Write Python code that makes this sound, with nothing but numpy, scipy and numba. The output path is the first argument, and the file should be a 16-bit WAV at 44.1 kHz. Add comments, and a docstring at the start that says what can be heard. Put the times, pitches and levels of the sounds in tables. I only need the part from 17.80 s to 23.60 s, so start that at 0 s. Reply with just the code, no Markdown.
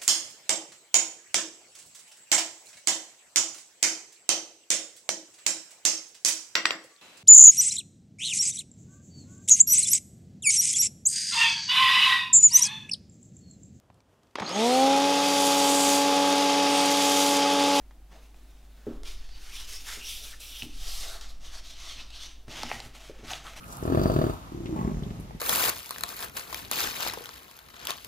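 """Record, card jacket and paper sleeve at a wooden table

A record is put down with a knock that rings the damped modes of the table top; lighter blows follow.
A hand brushes the table, the card jacket slides across it, the paper inner sleeve is drawn out and the
record is pushed into it: coloured fibre noise makes the scrapes, short resonant bursts the snaps.
Bumps sway the microphone stand; a small furnished room adds its echo, faint air noise and mains hum."""
import sys
import numpy as np
from scipy import signal
from scipy.fft import rfft, irfft
from scipy.io import wavfile
from scipy.ndimage import uniform_filter1d, map_coordinates
from numba import njit

SR = 44100
rng = np.random.default_rng(int(sys.argv[2]) if len(sys.argv) > 2 else 0)


def generate_wav(sig):
    """Save sig (samples, or channels by samples) to the path in sys.argv[1] as 16-bit PCM at SR."""
    pcm = np.round(np.clip(np.atleast_2d(sig).T, -1, 1) * 32767).astype(np.int16)
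    wavfile.write(sys.argv[1], SR, pcm)


N = 255780
T = np.arange(N) / SR  # time in seconds


def undb(db):
    """Decibels to gain."""
    return 10 ** (np.asarray(db) / 20)


def rms(x):
    """Root mean square."""
    return np.sqrt(np.mean(x ** 2)) + 1e-12


def peak(x, db):
    """Scale to a peak level."""
    return x * undb(db) / np.abs(x).max()


def add(out, start_s, x):
    """Mix a sound in at its start time."""
    i = int(start_s * SR)
    out[i:i + len(x)] += x[:N - i]


def colour(x, points):
    """Filter by a spectrum of (Hz, dB) points, joined on a logarithmic frequency axis."""
    hz, db = np.transpose(points)
    f = np.maximum(np.fft.rfftfreq(N, 1 / SR), 1)
    gain = undb(np.interp(np.log(f), np.log(hz), db))
    return irfft(rfft(x) * gain, N)


def band(x, lo_hz, hi_hz):
    """Band-pass with steep skirts."""
    edges_hz = [lo_hz, min(hi_hz, .48 * SR)]
    return signal.sosfilt(signal.butter(3, edges_hz, "band", fs=SR, output="sos"), x)


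@njit
def svf(x, hz, width):
    """State-variable resonance with a moving centre, gain 1 at the top."""
    y = np.empty(len(x))
    b, l = 0., 0.  # band-pass and low-pass memories
    for i in range(len(x)):
        g, k = np.tan(np.pi * hz[i] / SR), width / hz[i]
        v = (b + g * (x[i] - l)) / (1 + g * (g + k))
        b, l, y[i] = 2 * v - b, l + 2 * g * v, k * v
    return y


def resonate(x, hz, width_hz):
    """One resonance; its centre is a number or a curve."""
    return svf(x, hz * np.ones(len(x)), float(width_hz))


def fade(t, t60):
    """Exponential decay by 60 dB in t60 seconds."""
    return np.exp(-np.log(1000) * t / t60)


def ring(modes, t):
    """Damped sines of a struck body, neighbours in opposite sense."""
    out = np.zeros(len(t))
    for k, (hz, db, t60) in enumerate(modes):
        out += (-1) ** k * undb(db) * fade(t, t60) * np.sin(2 * np.pi * hz * t)
    return out


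def walk(rate):
    """Smooth random wandering with unit spread, rate steps per second."""
    step = max(int(SR / rate), 1)
    held = np.repeat(rng.standard_normal(N // step + 1), step)
    wander = uniform_filter1d(held, step)[:N]
    return wander / rms(wander)


# Spectra of the contacts at the table: bare hand, card shoved, sliding and then dragged over the wood, # inner
# sleeve drawn out. Each row: frequency in Hz, relative level in dB.
HAND_COLOUR = [(120, -31), (200, -7), (298, -18), (677, -10), (974, -18), (1130, -15.5), (2560, -22),
               (15500, -30.5)]
SHOVE_COLOUR = [(240, -40), (400, -11), (438, -12), (552, -18), (614, -12.5), (784, -11.5), (1240, -8.5),
                (2290, -5.5), (2790, -1.5), (4290, -1), (5230, 0.5), (7550, -14.5), (12300, -19),
                (15500, -25.5)]
SLIDE_COLOUR = [(240, -37), (400, -9.5), (633, -11), (663, -11), (1130, -11.5), (1260, -7.5), (1850, -12.5),
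                (2840, -3.5), (3680, -3), (4560, -10), (5650, -4), (6580, -10), (8930, -5), (11200, -1.5),
                (15500, -8.5)]
DRAG_COLOUR = [(180, -55), (300, -11), (404, 0), (581, -3.5), (674, 6.5), (985, -5.5), (1090, 2.5),
               (1350, 3.5), (1460, -2.5), (2360, -9), (3570, -7.5), (5300, -4), (7020, -9), (13100, -13),
               (15500, -22)]
DRAW_COLOUR = [(180, -45), (300, -24), (331, -0.5), (424, -12), (652, 3), (863, -5), (1200, 2),
               (1440, -2.5), (2320, -6.5), (3630, -2.5), (4420, -2.5), (5950, -8.5), (7140, -22.5),
               (14300, -37), (15500, -44)]


def jacket():
    """A hand brushes the table, smooth card hisses over the wood, and the inner sleeve slides out."""
    hand = rub("hand", HAND_COLOUR, slips(1800, 2.5, 3.3), judder_db=1.5, edge_db=-9, edge_hz=3600)
    shove = rub("shove", SHOVE_COLOUR, slips(5000, 2.2, 0.9), judder_db=1.44, edge_db=-9, edge_hz=3470)
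    slide = rub("slide", SLIDE_COLOUR, slips(5000, 2.4, 1.7), judder_db=1.34, edge_db=-21, edge_hz=3400)
    drag = rub("drag", DRAG_COLOUR, slips(5000, 2.9, 1.7), judder_db=0.7, edge_db=-1.5, edge_hz=3700)
    draw = rub("draw", DRAW_COLOUR, slips(4000, 2.2, 0.99), judder_db=1.1, edge_db=0, edge_hz=3500)
    return flex(hand + shove + slide + drag + draw, depth_db=2, change_hz=16, width_hz=294.4)


# Spectrum of the record going into the paper. Each row: frequency in Hz, relative level in dB.
INSERT_COLOUR = [(60, 0), (115, 5), (200, -7.5), (330, -3.5), (480, -8.5), (640, 0), (790, -1.5),
                 (1020, -6.5), (1250, -3.5), (1600, -5.5), (3400, -3), (4400, -6), (6200, -8),
                 (7800, -13.5), (12500, -17.5), (15500, -27)]


def sleeve():
    """The record is pushed into loose paper, which crackles and buckles around it."""
    force = slips(2200, 2.7, 1.0)
    sound = rub("insert", INSERT_COLOUR, force, judder_db=1.77, edge_db=-15, edge_hz=3000)
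    return flex(sound, depth_db=1.5, change_hz=20.77, width_hz=266)


EDGE_RISE = 0.18  # share of its full-speed pitch by which the edge climbs from rest
EDGE_WIDTH_HZ = 1040


def rub(contact, points, force, judder_db, edge_db, edge_hz):
    """Slips drive a sheet: its edge rasps, higher when faster, its face sounds lower, its fibres fizz on top."""
    speed, rasp_gain, body_gain, fizz_gain = strokes(contact)
    judder = undb(judder_db * walk(70))  # the hand never moves evenly
    sheet = colour(force * judder, points)
    body = band(sheet, 90, 2200) / rms(band(sheet, 550, 2200))
    rasp = band(sheet, 2200, 7000)
    fizz = band(sheet, 7000, 18000)
    edge_curve_hz = edge_hz * (1 + EDGE_RISE * (speed - 1))
    rasp = rasp + undb(edge_db) * resonate(rasp, edge_curve_hz, EDGE_WIDTH_HZ)
    return rasp_gain * rasp / rms(rasp) + body_gain * body + fizz_gain * fizz / rms(fizz)


def slips(rate, spread_db, hiss):
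    """Fibres catch and let go: tiny clicks of uneven size over the hiss of countless smaller ones."""
    happens = rng.random(N) < rate / SR  # rate is clicks per second
    size_db = spread_db * np.minimum(rng.exponential(size=N), 5)
    clicks = happens * rng.choice([-1, 1], N) * undb(size_db)
    force = clicks / rms(clicks) + hiss * rng.standard_normal(N)
    return force / rms(force)


# Strokes of the hand; each speeds up, holds its speed and dies away. Each row: contact, start in seconds,
# rise in seconds, hold in seconds, release t60 in seconds, rasp in dB, body of the bending sheet in dB
# relative to the rasp, fizz of the fibres in dB relative to the rasp.
STROKES = [("hand", 0.293, 0.028, 0.047, 0.33, -62, 2.1, -10),
           ("hand", 0.387, .04, 0.042, 0.29, -65.5, -13, -6), ("hand", 0.525, .04, 0.44, 1.0, -70, -5, -4),
           ("hand", 0.883, 0.2, 0.065, 0.49, -65, 0, -7.5),
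           ("shove", 1.233, 0.034, 0.042, 0.38, -47.5, -9.5, -7),
           ("shove", 1.326, 0.055, .2, .5, -57, -9, -10),
           ("shove", 1.524, .14, 0.033, 0.53, -51.5, -7, -4.5),
           ("shove", 1.692, 0.063, 0.064, 0.54, -44, -12, -3.5),
           ("shove", 1.847, 0.046, 0.075, 0.54, -46, -12.5, -1.4),
           ("shove", 2.018, 0.064, 0.046, 0.53, -41.5, -9, -2.5),
           ("slide", 2.19, .08, 0.096, 0.71, -42, -21, -5),
           ("slide", 2.373, .07, 0.069, 0.24, -46.5, -12.5, -5.5),
           ("slide", 2.59, 0.027, .21, 0.3, -47, -16, -4), ("drag", 2.86, 0.1, .03, .4, -52, -15, -5.5),
           ("drag", 2.97, .12, .13, 0.59, -41.5, -16.5, -5), ("drag", 3.14, .11, .11, .25, -47.5, -4.5, -7),
           ("drag", 3.411, 0.0035, 0.019, 0.42, -48.5, -10.5, -14),
           ("drag", 3.47, 0.031, .006, .12, -53.5, -10, -7.5),
           ("draw", 3.595, .06, 0.016, 0.39, -50, -9, -2),
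           ("draw", 3.70, 0.047, 0.039, 0.14, -48, -8.5, -1.7),
           ("draw", 3.82, .03, 0.062, 0.52, -49, -12.5, -2.5),
           ("draw", 3.935, 0.074, .1, .65, -44.5, -12, -4), ("draw", 4.14, .06, .012, .2, -47, -9, -10),
           ("draw", 4.295, 0.064, .1, 0.35, -47, -15.5, -7.5),
           ("draw", 4.38, 0.052, 0.023, 0.25, -49.5, -12.5, 1),
           ("insert", 4.665, .11, 0.079, 0.59, -42, -6, -13),
           ("insert", 4.87, .045, .04, 0.24, -42.5, -3.5, -8.5),
           ("insert", 5.0, 0.036, 0.027, 0.31, -54.5, -2.3, -4.5),
           ("insert", 5.13, 0.027, 0.11, 0.34, -52, -6, -9.5),
           ("insert", 5.32, 0.048, 0.091, 0.34, -60, -1, -14),
           ("insert", 5.425, 0.083, .025, .4, -42, -4, -9.5),
           ("insert", 5.61, 0.052, 0.022, .45, -48.5, -1.2, -7.5),
           ("insert", 5.75, .025, .03, .3, -48, -4.5, -8.5)]
# powers of speed: the rasp grows in step with it, the body more slowly, the fizz faster
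BODY_POWER, FIZZ_POWER = 0.84, 1.12


def strokes(contact):
    """Speed of one contact (0-1), and the gains of rasp, body and fizz that its strokes give."""
    t = T[::64]
    speed, rasp, body, fizz = np.zeros((4, len(t)))
    for name, start_s, rise_s, hold_s, t60, db, body_db, fizz_db in STROKES:
        if name == contact:
            release = fade(np.maximum(t - start_s - rise_s - hold_s, 0), t60)
            v = np.clip((t - start_s) / rise_s, 0, 1) * release
            speed = np.maximum(speed, v)
            # overlapping strokes add in power
            rasp = np.hypot(rasp, undb(db) * v)
            body = np.hypot(body, undb(db + body_db) * v ** BODY_POWER)
            fizz = np.hypot(fizz, undb(db + fizz_db) * v ** FIZZ_POWER)
    return [np.interp(T, t, curve) for curve in (speed, rasp, body, fizz)]


def flex(x, depth_db, change_hz, width_hz):
    """A bending sheet shifts its resonances: peaks and valleys of the spectrum come and go."""
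    size, hop = 512, 256
    _, _, z = signal.stft(x, nperseg=size)
    f, t = np.indices(z.shape)
    place = [f * SR / size / width_hz, t * hop / SR * change_hz]
    ripple = map_coordinates(rng.standard_normal((128, 128)), place, order=2, mode="wrap")
    return signal.istft(z * undb(depth_db * ripple))[1][:N]


# The edge catches and chatters. Each row: start in seconds, length in seconds, rms level in dB before the
# ends are tapered, centre at mid-length in Hz, resonance width in Hz, glide in octaves per second.
CHATTERS = [(1.489, .11, -60, 4600, 450, -.6), (1.56, 0.18, -64, 1500, 500, -4),
            (1.735, 0.086, -47.5, 3270, 800, 2), (1.92, 0.082, -45.5, 5180, 800, 0.5),
            (2.056, 0.093, -44.5, 1620, 1100, 1), (2.194, 0.075, -45.5, 2730, 450, 1),
            (2.232, 0.071, -44, 5640, 700, 0), (2.52, 0.034, -50.5, 1600, 600, 0),
            (2.679, 0.17, -47.5, 3170, 920, 0), (4.166, .055, -47, 2650, 800, -6),
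            (4.92, 0.058, -47, 1980, 400, 0), (5.506, .026, -39.5, 756, 247, 0),
            (5.509, .014, -42, 6500, 450, 0), (5.641, 0.054, -48, 1310, 700, 0)]


def chatters():
    """Brief stick-slip that locks on to one resonance of the sheet, which glides as the grip shifts."""
    out, t = np.zeros(N), T[:SR // 3]
    for start_s, length_s, db, hz, width_hz, glide in CHATTERS:
        n = int(length_s * SR)
        centre = hz * 2 ** (glide * (t - t[-1] + length_s / 2))
        tone = resonate(rng.standard_normal(len(t)), centre, width_hz)
        tone = resonate(tone, centre, width_hz)[-n:]  # keep the end, where the resonance has built up
        add(out, start_s, undb(db) * tone / rms(tone) * signal.windows.tukey(len(tone), .7))
    return out


# Snaps of paper and taps of the record's rim. Each row: start in seconds, peak level in dB, snap centre in
# Hz, width of each of its two resonances in Hz, crumple t60 in seconds, sleeve body in dB relative to the snap.
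SNAPS = [(.109, -46, 1790, 3000, 0.064, 2), (.544, -49, 2370, 3500, .022, -3),
         (1.2339, -33.5, 3660, 7400, .0084, -15), (1.491, -43, 2000, 3500, .011, -15),
         (2.603, -37, 7450, 8000, 0.051, -17), (2.8218, -21.5, 3040, 1100, .015, -28),
         (2.8321, -28, 3500, 3500, 0.0085, -15), (3.4112, -30.5, 4500, 5500, .012, -38),
         (4.304, -38, 4020, 3500, .03, -16), (4.681, -39, 2500, 4000, .03, 0),
         (4.833, -18.5, 5600, 4500, .0023, -7), (4.902, -26.5, 2300, 1400, .013, -11),
         (4.9145, -18.5, 1980, 1010, 0.02, -3.5), (4.926, -32, 2020, 700, .012, -8),
         (5.002, -28.5, 3750, 4950, 0.017, -11), (5.481, -34, 3780, 3520, .004, -26),
         (5.508, -33.5, 4500, 4450, .007, -7.5), (5.533, -22.5, 3000, 1400, .025, -14),
         (5.668, -33, 3000, 3500, .006, -11), (5.774, -38, 5000, 6000, 0.011, -14)]
# Modes of the hollow sleeve. Each row: unflexed frequency in Hz, relative level in dB, t60 in seconds.
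SLEEVE = [(504, 2, 0.0091), (698, 5.5, 0.017), (824, 7, 0.014), (1280, 3.5, 0.0076), (1980, -6, 0.014)]


def snaps(crumple=0.52):
    """A fold pops: one sharp release, a short crumple after it, and the hollow ring of the sleeve."""
    out, t = np.zeros(N), T[:SR // 8]
    for start_s, db, hz, width_hz, t60, body_db in SNAPS:
        force = crumple * rng.standard_normal(len(t)) * fade(t, t60)
        force[0] += 1
        snap = resonate(resonate(force, hz, width_hz), hz, width_hz)
        bend = 1 + 0.068 * rng.standard_normal()  # the sleeve is flexed differently every time
        body = ring([(f * bend, d, decay) for f, d, decay in SLEEVE], t)
        add(out, start_s, peak(peak(snap, 0) + peak(body, body_db), db))
    return out


# Blows on the table. Each row: start in seconds, peak level in dB, frequency driven best in Hz, width of
# the driven range in octaves, ring length as a multiple of that of the free top.
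KNOCKS = [(1.0677, -25, 348, 1.3, 1.25), (2.171, -43.5, 450, 2.2, 0.58), (2.824, -37, 191, 0.87, 0.82),
          (2.852, -41, 271, 0.47, 1.07), (4.16, -50, 170, 0.94, .8), (4.68, -37.5, 190, 2.1, 0.41),
          (4.835, -39, 195, 0.61, 1), (4.932, -42.5, 158, 1.6, 1.2), (5.054, -40.5, 140, 1.4, 0.61),
          (5.297, -32.5, 543, 0.77, 0.41), (5.393, -44.5, 300, 0.77, 0.39), (5.432, -39.5, 247, 1.3, 0.6)]
# Modes of the free table top. Each row: frequency in Hz, relative level in dB, t60 in seconds.
TABLE = [(119, 0, 0.286), (158, -16, 0.6), (236.2, -3.5, 0.18), (269, -9, 0.19), (281.2, -10, 0.28),
         (315, -6, 0.21), (350.7, -13, 0.21), (383.4, -7, 0.15), (409.6, 5.5, 0.06), (487, -7.5, 0.083),
         (511, -8, 0.18), (606, -17.5, 0.27), (710, -31, .18), (825, -22, .12), (1080, -30, .12)]


def knocks(rattle_db=-19):
    """Blows ring the table top; place and softness of the contact choose the modes, with a dull rattle."""
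    out, t = np.zeros(N), T[:SR]
    for start_s, db, hz, octaves, free in KNOCKS:
        modes = [(f, d - 10 * (np.log2(f / hz) / octaves) ** 2, t60 * free) for f, d, t60 in TABLE]
        noise = band(rng.standard_normal(len(t)), 110, 1600)
        rattle = resonate(noise, hz, hz) * fade(t, .5 * free)
        add(out, start_s, peak(peak(ring(modes, t), 0) + peak(rattle, rattle_db), db))
    return out


# Heavy bumps that set the microphone stand swaying. Each row: start in seconds, gain of the sway in dB.
BUMPS = [(1.101, -33), (2.879, -31.5)]
# Modes of the stand. Each row: frequency in Hz, relative level in dB, t60 in seconds.
STAND = [(8.906, 0, 7.3), (10.75, -13.5, 6.8), (34.98, -5, 4)]


def stand(rise_s=0.049, shudder_db=-26, rumble_db=-67):
    """The microphone stand rocks far down in the bass and shudders as it rocks, over a steady rumble."""
    out = np.zeros(N)
    sway = (1 - np.exp(-T / rise_s)) * ring(STAND, T)
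    for start_s, db in BUMPS:
        add(out, start_s, undb(db) * sway)
    swing = np.sqrt(np.abs(uniform_filter1d(out ** 2, size=SR // 5)))  # running level of the sway
    shudder = colour(rng.standard_normal(N), [(15, -15.0), (55, 12.5), (90, -5.5), (150, -1.5), (400, -70)])
    return out + shudder / rms(shudder) * (undb(shudder_db) * swing + undb(rumble_db))


def room(x, wet_db, t60):
    """The dense echo of a small furnished room: decaying noise that starts after 3 ms."""
    t = T[:SR // 2]
    echo = band(rng.standard_normal(len(t)), 146, 9900) * fade(t, t60) * (t > .003)
    return undb(wet_db) * signal.fftconvolve(x, echo / np.sqrt(np.sum(echo ** 2)))[:N]


# Spectrum of the still room air. Each row: frequency in Hz, relative level in dB.
AIR = [(20, 19), (35, 15), (100, -5.5), (160, -1.5), (200, -5.5), (260, 0.5), (370, -7.5), (600, -11.5),
       (770, -8), (1000, -14.5), (2500, -18.5), (5500, -23.5), (8000, -25), (15500, -27)]
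AIR_DB = -63.5  # rms between 100 Hz and 15 kHz
HUM_HZ, HUM_DB = 50, -48.5  # peak level


def background():
    """Still room air as coloured noise, and mains hum as one sine."""
    air = colour(rng.standard_normal(N), AIR)
    air *= undb(AIR_DB) / rms(band(air, 100, 15000))
    return air + undb(HUM_DB) * np.sin(2 * np.pi * HUM_HZ * T)


def scene(hiss_db=-73, sleeve_width_db=-2):
    """All sources lie straight ahead; the broad jacket spreads a little between the ears, the sleeve less."""
    card, paper = jacket(), sleeve()
    near = card + paper + chatters() + snaps() + knocks()
    mid = near + room(near, wet_db=-12.5, t60=0.54) + background() + stand()
    spread = room(card + undb(sleeve_width_db) * paper, wet_db=-5, t60=0.062)
    side = colour(spread, [(100, -17), (250, -22.0), (600, -16.0), (2000, -19), (5000, -18), (8000, -14),
                           (11000, -7.5), (15000, 6)])
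    # hiss of opposite sign in the two channels; hiss_db is its level before colouring
    hiss = undb(hiss_db) * rng.standard_normal(N)
    side += colour(hiss, [(50, -5), (250, 7.5), (1000, 2), (2500, -0.5), (15000, -0.5)])
    return np.array([mid + side, mid - side])


TOP_HZ = 15750


def record(dry):
    """The recorder cuts the top with a steep low-pass."""
    return signal.sosfilt(signal.ellip(10, .2, 80, TOP_HZ, fs=SR, output="sos"), dry)


dry = scene()
out = record(dry)
generate_wav(out)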